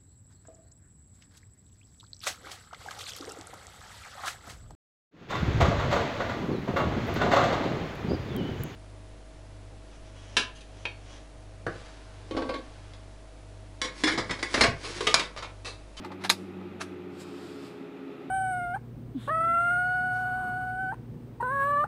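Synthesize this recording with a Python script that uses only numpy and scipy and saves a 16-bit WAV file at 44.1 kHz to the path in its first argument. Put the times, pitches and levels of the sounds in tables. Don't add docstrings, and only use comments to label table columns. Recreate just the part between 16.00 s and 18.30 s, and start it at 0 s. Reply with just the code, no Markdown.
import sys
import numpy as np
from scipy import signal
from scipy.fft import rfft, irfft, next_fast_len
from scipy.io import wavfile
from scipy.ndimage import uniform_filter1d

SR = 44100
rng = np.random.default_rng(int(sys.argv[2]) if len(sys.argv) > 2 else 0)


def to_wav(s):
    ch = np.atleast_2d(s).T
    pcm = np.round(np.clip(ch, -1, 1) * 32767)
    wavfile.write(sys.argv[1], SR, pcm.astype(np.int16))


N = 101429


def undb(db):
    return 10 ** (np.asarray(db) / 20)


def unit(x):
    return x / np.sqrt(np.mean(x ** 2))


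def clock():
    return np.arange(N) / SR


def drift(rate_hz):
    hold = int(SR / rate_hz)
    steps = np.repeat(rng.standard_normal(N // hold + 1), hold)
    return unit(uniform_filter1d(uniform_filter1d(steps, hold), hold)[:N])


def high_pass(x, hz):
    return signal.sosfilt(signal.butter(2, hz, "high", fs=SR, output="sos"), x)


def band_pass(x, low_hz, high_hz):
    return signal.sosfilt(signal.butter(4, [low_hz, high_hz], "band", fs=SR, output="sos"), x)


def noise(spectrum, envelope=1, tilt_db=0):
    white = envelope * rng.standard_normal(N)
    hz, db = np.array(spectrum, float).T
    size = next_fast_len(N, True)
    f = np.maximum(np.fft.rfftfreq(size, 1 / SR), 1)
    eq = undb(np.interp(np.log(f), np.log(hz), db) + tilt_db * np.log2(f))
    low_cut = np.minimum(f / hz[0], 1) ** 2
    return irfft(rfft(white, size) * unit(eq * low_cut), size)[:N]


def burst(at, rise, fall):
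    t = clock() - at
    return np.exp(np.maximum(np.where(t < 0, t / rise, -t / fall), -30))


def ring(push, modes, attack_s=0.0002):
    t = clock()[:SR // 4]
    tone = sum(undb(db) * np.sin(2 * np.pi * hz * t) * undb(-60 * t / t60) for hz, t60, db in modes)
    tone *= 1 - np.exp(-t / attack_s)
    power = sum(undb(db) ** 2 for _, _, db in modes)
    return signal.fftconvolve(push, tone / np.sqrt(power))[:N]


def air():
    # (frequency [Hz], relative level [dB])
    spectrum = [(450, -1), (560, -2), (680, -6.5), (820, -3), (1020, -11), (1280, -5), (1650, -14.5),
                (2000, -11.5), (2200, -14), (2500, -10), (3000, -19), (3600, -19), (4600, -28.5),
                (5800, -35), (7500, -39), (10000, -48), (15000, -58)]
    return undb(-51.5 + .5 * drift(29)) * noise(spectrum)


def engine():
    # (time [s], cycle rate [Hz])
    idle = [(0, 11.8), (.4, 11.78), (.75, 11.7), (1.0, 11.56), (1.45, 11.5), (1.75, 11.27), (2.3, 11.2)]
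    stages = [0.099, 0.66, 0.97, 1.5, 2.0]
    strong_orders = [8, 16, 23, 24, 24.37, 36, 37]
    # (flutter [dB], then rms level at each stage [dB])
    strong_levels = [(.6, -52, -52.5, -54, -59.5, -71.5), (2, -47, -47.5, -51, -55.5, -58.5),
                     (1.6, -53, -61, -53.5, -56, -54), (1.1, -61.5, -62.5, -56, -59.5, -50.5),
                     (1.8, -49.5, -53.5, -53, -50, -50.5), (1, -68.5, -62.5, -52, -57, -55.5),
                     (0.89, -68.5, -60, -62.5, -49.5, -50)]
    throb_orders = [29, 30, 31, 32]
    throb_levels = [(-64, -58, -64, -79, -56.5), (-51.5, -48.5, -59, -49, -90.5),
                    (-50.5, -51, -45, -50, -54.5), (-73.5, -73.5, -80, -83, -77)]
    # (frequency [Hz], relative level [dB])
    spectrum = [(30, -18.5), (60, -8), (90, -9), (130, 5), (200, 10), (260, 7.5), (320, 11.5), (400, 9.5),
                (470, -12.5), (600, -34.5)]
    comb_db, rumble_db = -53, -50.5
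    wander, first_throb_s, start_hz = .0025, .07, idle[0][1]
    t = clock()
    cycle_hz = np.interp(t, *np.array(idle).T) * (1 + wander * drift(11.6))
    cycles = np.cumsum(cycle_hz) / SR - first_throb_s * start_hz

    def partial(order, phase):
        return np.sqrt(2) * np.cos(2 * np.pi * (order * cycles + phase))

    def fader(levels, flutter_db):
        return undb(np.interp(t, stages, levels) + flutter_db * drift(22.43))

    strong, throb, comb = np.zeros((3, N))
    for order, (flutter_db, *levels) in zip(strong_orders, strong_levels):
        strong += fader(levels, flutter_db) * partial(order, rng.random())
    for order, levels in zip(throb_orders, throb_levels):
        throb += fader(levels, flutter_db=1) * partial(order, 0)
    for order in range(10, 45):
        if order not in strong_orders + throb_orders:
            db = np.interp(order * start_hz, *np.array(spectrum).T)
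            comb += undb(db + 6 * drift(6.3)) * partial(order, rng.random())
    return strong + throb + undb(comb_db) * unit(comb) + undb(rumble_db) * noise(spectrum)


def whir():
    # (frequency [Hz], relative level [dB])
    held_spectrum = [(600, -1), (1300, 8.5), (2000, -3.5), (3300, 1.5), (5100, 0), (5900, -10),
                     (6900, -8.5), (7600, -5.5), (8500, -8.5), (10000, -14.5), (15000, -22)]
    # (frequency [Hz], relative level [dB])
    spurt_spectrum = [(1500, 0.5), (3500, -5.5), (5200, -2), (6000, -10), (7400, -0.5), (9500, -10.5),
                      (15000, -20)]
    # (time [s], level [dB])
    levels = [(1.1, -73), (1.17, -58), (1.24, -56), (1.32, -57), (1.45, -53.5), (1.59, -57), (1.66, -52.5),
              (1.73, -62), (1.88, -76)]
    spurt_s, spurt_width_s, spurt_db = 1.213, .024, -51.5
    t = clock()
    held_db = np.interp(t, *np.array(levels).T, left=-np.inf, right=-np.inf)
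    held = undb(held_db + .5 * drift(30.8))
    spurt = undb(spurt_db) * np.exp(-((t - spurt_s) / spurt_width_s) ** 2)
    return noise(held_spectrum, held) + noise(spurt_spectrum, spurt)


def relay():
    # (frequency [Hz], relative level [dB])
    spectrum = [(400, -18), (540, -12), (650, 3), (730, -8), (820, 1), (950, -5.5), (1220, 2), (1370, 0.5),
                (1530, 0.5), (1900, -3.5), (2250, -9.5), (2450, -2.5), (3100, -7.5), (4100, -7.5),
                (4900, -14.5), (5800, -8), (6800, -16.5), (10800, -18), (12200, -48), (15000, -36)]
    # (time [s], level [dB], rise [s], fall [s], tilt [dB/octave])
    strokes = [(.811, -32, 0.0044, 0.0051, -1), (.815, -30, 0.00125, .0058, .5),
               (0.831, -54, 0.0042, .055, -0.5)]
    return sum(undb(db) * noise(spectrum, burst(at, rise, fall), tilt)
               for at, db, rise, fall, tilt in strokes)


def key():
    # (time [s], level [dB], rise [s], fall [s], tilt [dB/octave], knock [dB])
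    scrapes = [(0.048, -36, 0.0008, 0.006, -3.5, -36), (0.052, -42.5, 0.031, 0.011, -6, -65),
               (0.105, -42, .001, 0.0096, -9.5, -44), (0.118, -38, .0007, 0.011, -4.5, -50),
               (0.222, -45.5, 0.011, 0.013, -1.5, -64.5), (0.240, -32.5, .0015, 0.005, 1, -54.5),
               (0.249, -27.5, 0.003, 0.01, -0.6, -42), (0.614, -50.5, 0.0052, 0.0066, -6, -47)]
    # (frequency [Hz], relative level [dB])
    spectrum = [(550, -1.5), (850, 4.5), (2400, 0), (3000, -5), (4100, -2), (6000, -10), (6800, -16),
                (11200, -19.5), (12200, -33.5), (15000, -31.5)]
    # (frequency [Hz], t60 [s], relative level [dB])
    shroud_modes = [(630, 0.045, -12), (827, 0.17, -6), (853, 0.077, -1), (1220, 0.056, -4.5),
                    (2034, .03, -12)]
    # (frequency [Hz], t60 [s], relative level [dB])
    key_modes = [(4030, .045, 0), (7700, .03, -9), (12700, .004, -5)]
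    chink_s, chink_db = .0485, -44
    grit, knocks, chink = np.zeros((3, N))
    for at, db, rise, fall, tilt, knock_db in scrapes:
        grit += undb(db) * noise(spectrum, burst(at, rise, fall), tilt)
        knocks[int(at * SR)] += undb(knock_db)
    chink[int(chink_s * SR)] = undb(chink_db)
    return grit + ring(knocks, shroud_modes) + ring(chink, key_modes)


def switch():
    # (time [s], housing [dB], spring [dB], crack [dB])
    snaps = [(0.2946, -26.5, -17.5, -55), (0.2968, -25.5, -25.5, -32.5), (0.2988, -30.5, -25.5, -15.5),
             (0.2997, -12.5, -6.5, -24), (0.3026, -26.5, -29.5, -23.5), (0.3115, -33.5, -38.5, -39.5)]
    # (frequency [Hz], t60 [s], relative level [dB])
    housing_modes = [(745, 0.054, -13), (826, 0.1, -10.5), (904, .06, -3.5), (1191.6, 0.048, 2),
                     (1576, 0.086, -6.5), (1830, 0.02, -10.5), (1985, 0.035, -1), (2410, 0.019, -3.5),
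                     (2544, 0.11, -11.5), (2724, 0.056, -8)]
    # (frequency [Hz], t60 [s], relative level [dB])
    spring_modes = [(3680, .04, -18.5), (3800, .1, -20.5), (3920, .014, -1), (4006, 0.021, -1),
                    (4225, .06, -29.5), (4540, .05, -20), (4745, 0.082, -19), (4930, .075, -16),
                    (6535, 0.026, -11.5), (11200, 0.0115, -9.5)]
    # (frequency [Hz], relative level [dB])
    crack_spectrum = [(400, -3), (850, 2.5), (2500, 3.5), (3100, -12), (4050, 1.5), (5400, -4.5),
                      (6000, -9), (7000, -7), (11400, -9), (12300, -21.5), (15000, -22)]
    chatter_mix = 0.32
    housing, spring, crack = np.zeros((3, N))
    for at, housing_db, spring_db, crack_db in snaps:
        fade = burst(at, rise=1 / SR, fall=0.003)
        chatter = fade * rng.standard_normal(N)
        push = chatter_mix * chatter / np.linalg.norm(chatter)
        push[int(at * SR)] += 1
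        housing += undb(housing_db) * push
        spring += undb(spring_db) * push
        crack += undb(crack_db) * fade
    body = ring(housing, housing_modes) + ring(spring, spring_modes)
    return high_pass(body, hz=380) + noise(crack_spectrum, crack)


def cabin(x):
    # (low edge [Hz], high edge [Hz], wash t60 [s], wash [dB], afterglow [dB])
    bands = [(435.7, 1100, 0.079, -13.5, -27.5), (1373, 3400, 0.051, -13.5, -32.5),
             (3360, 5500, 0.084, -11, -30), (5560, 11000, 0.087, -8.5, -25), (11980, 16000, .1, -6, -30)]
    glass_t60_s, glass_db = .09, -10.5
    build_up_s, afterglow_t60_s = 0.0064, 0.5
    t = clock()[:SR // 2]

    def fade(t60):
        return undb(-60 * t / t60) * (1 - np.exp(-(t / build_up_s) ** 2))

    def energy_tail(t60, db):
        return undb(db) ** 2 * fade(t60) ** 2 / np.sum(fade(t60) ** 2)

    reflections = rng.standard_normal(len(t)) * fade(glass_t60_s)
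    out = x + undb(glass_db) * signal.fftconvolve(x, reflections / np.linalg.norm(reflections))[:N]
    for low_hz, high_hz, t60, wash_db, afterglow_db in bands:
        tail = energy_tail(t60, wash_db) + energy_tail(afterglow_t60_s, afterglow_db)
        energy = signal.fftconvolve(band_pass(x, low_hz, high_hz) ** 2, tail)[:N]
        hiss = unit(band_pass(rng.standard_normal(N), low_hz, high_hz))
        out += np.sqrt(np.abs(energy)) * hiss
    return out


def scene():
    clicks = key() + switch() + relay()
    return (cabin(clicks) + engine() + air() + whir())[None]


def record(dry, top_hz=15250):
    return signal.sosfilt(signal.ellip(10, .2, 80, top_hz, fs=SR, output="sos"), dry)


dry = scene()
out = record(dry)
to_wav(out)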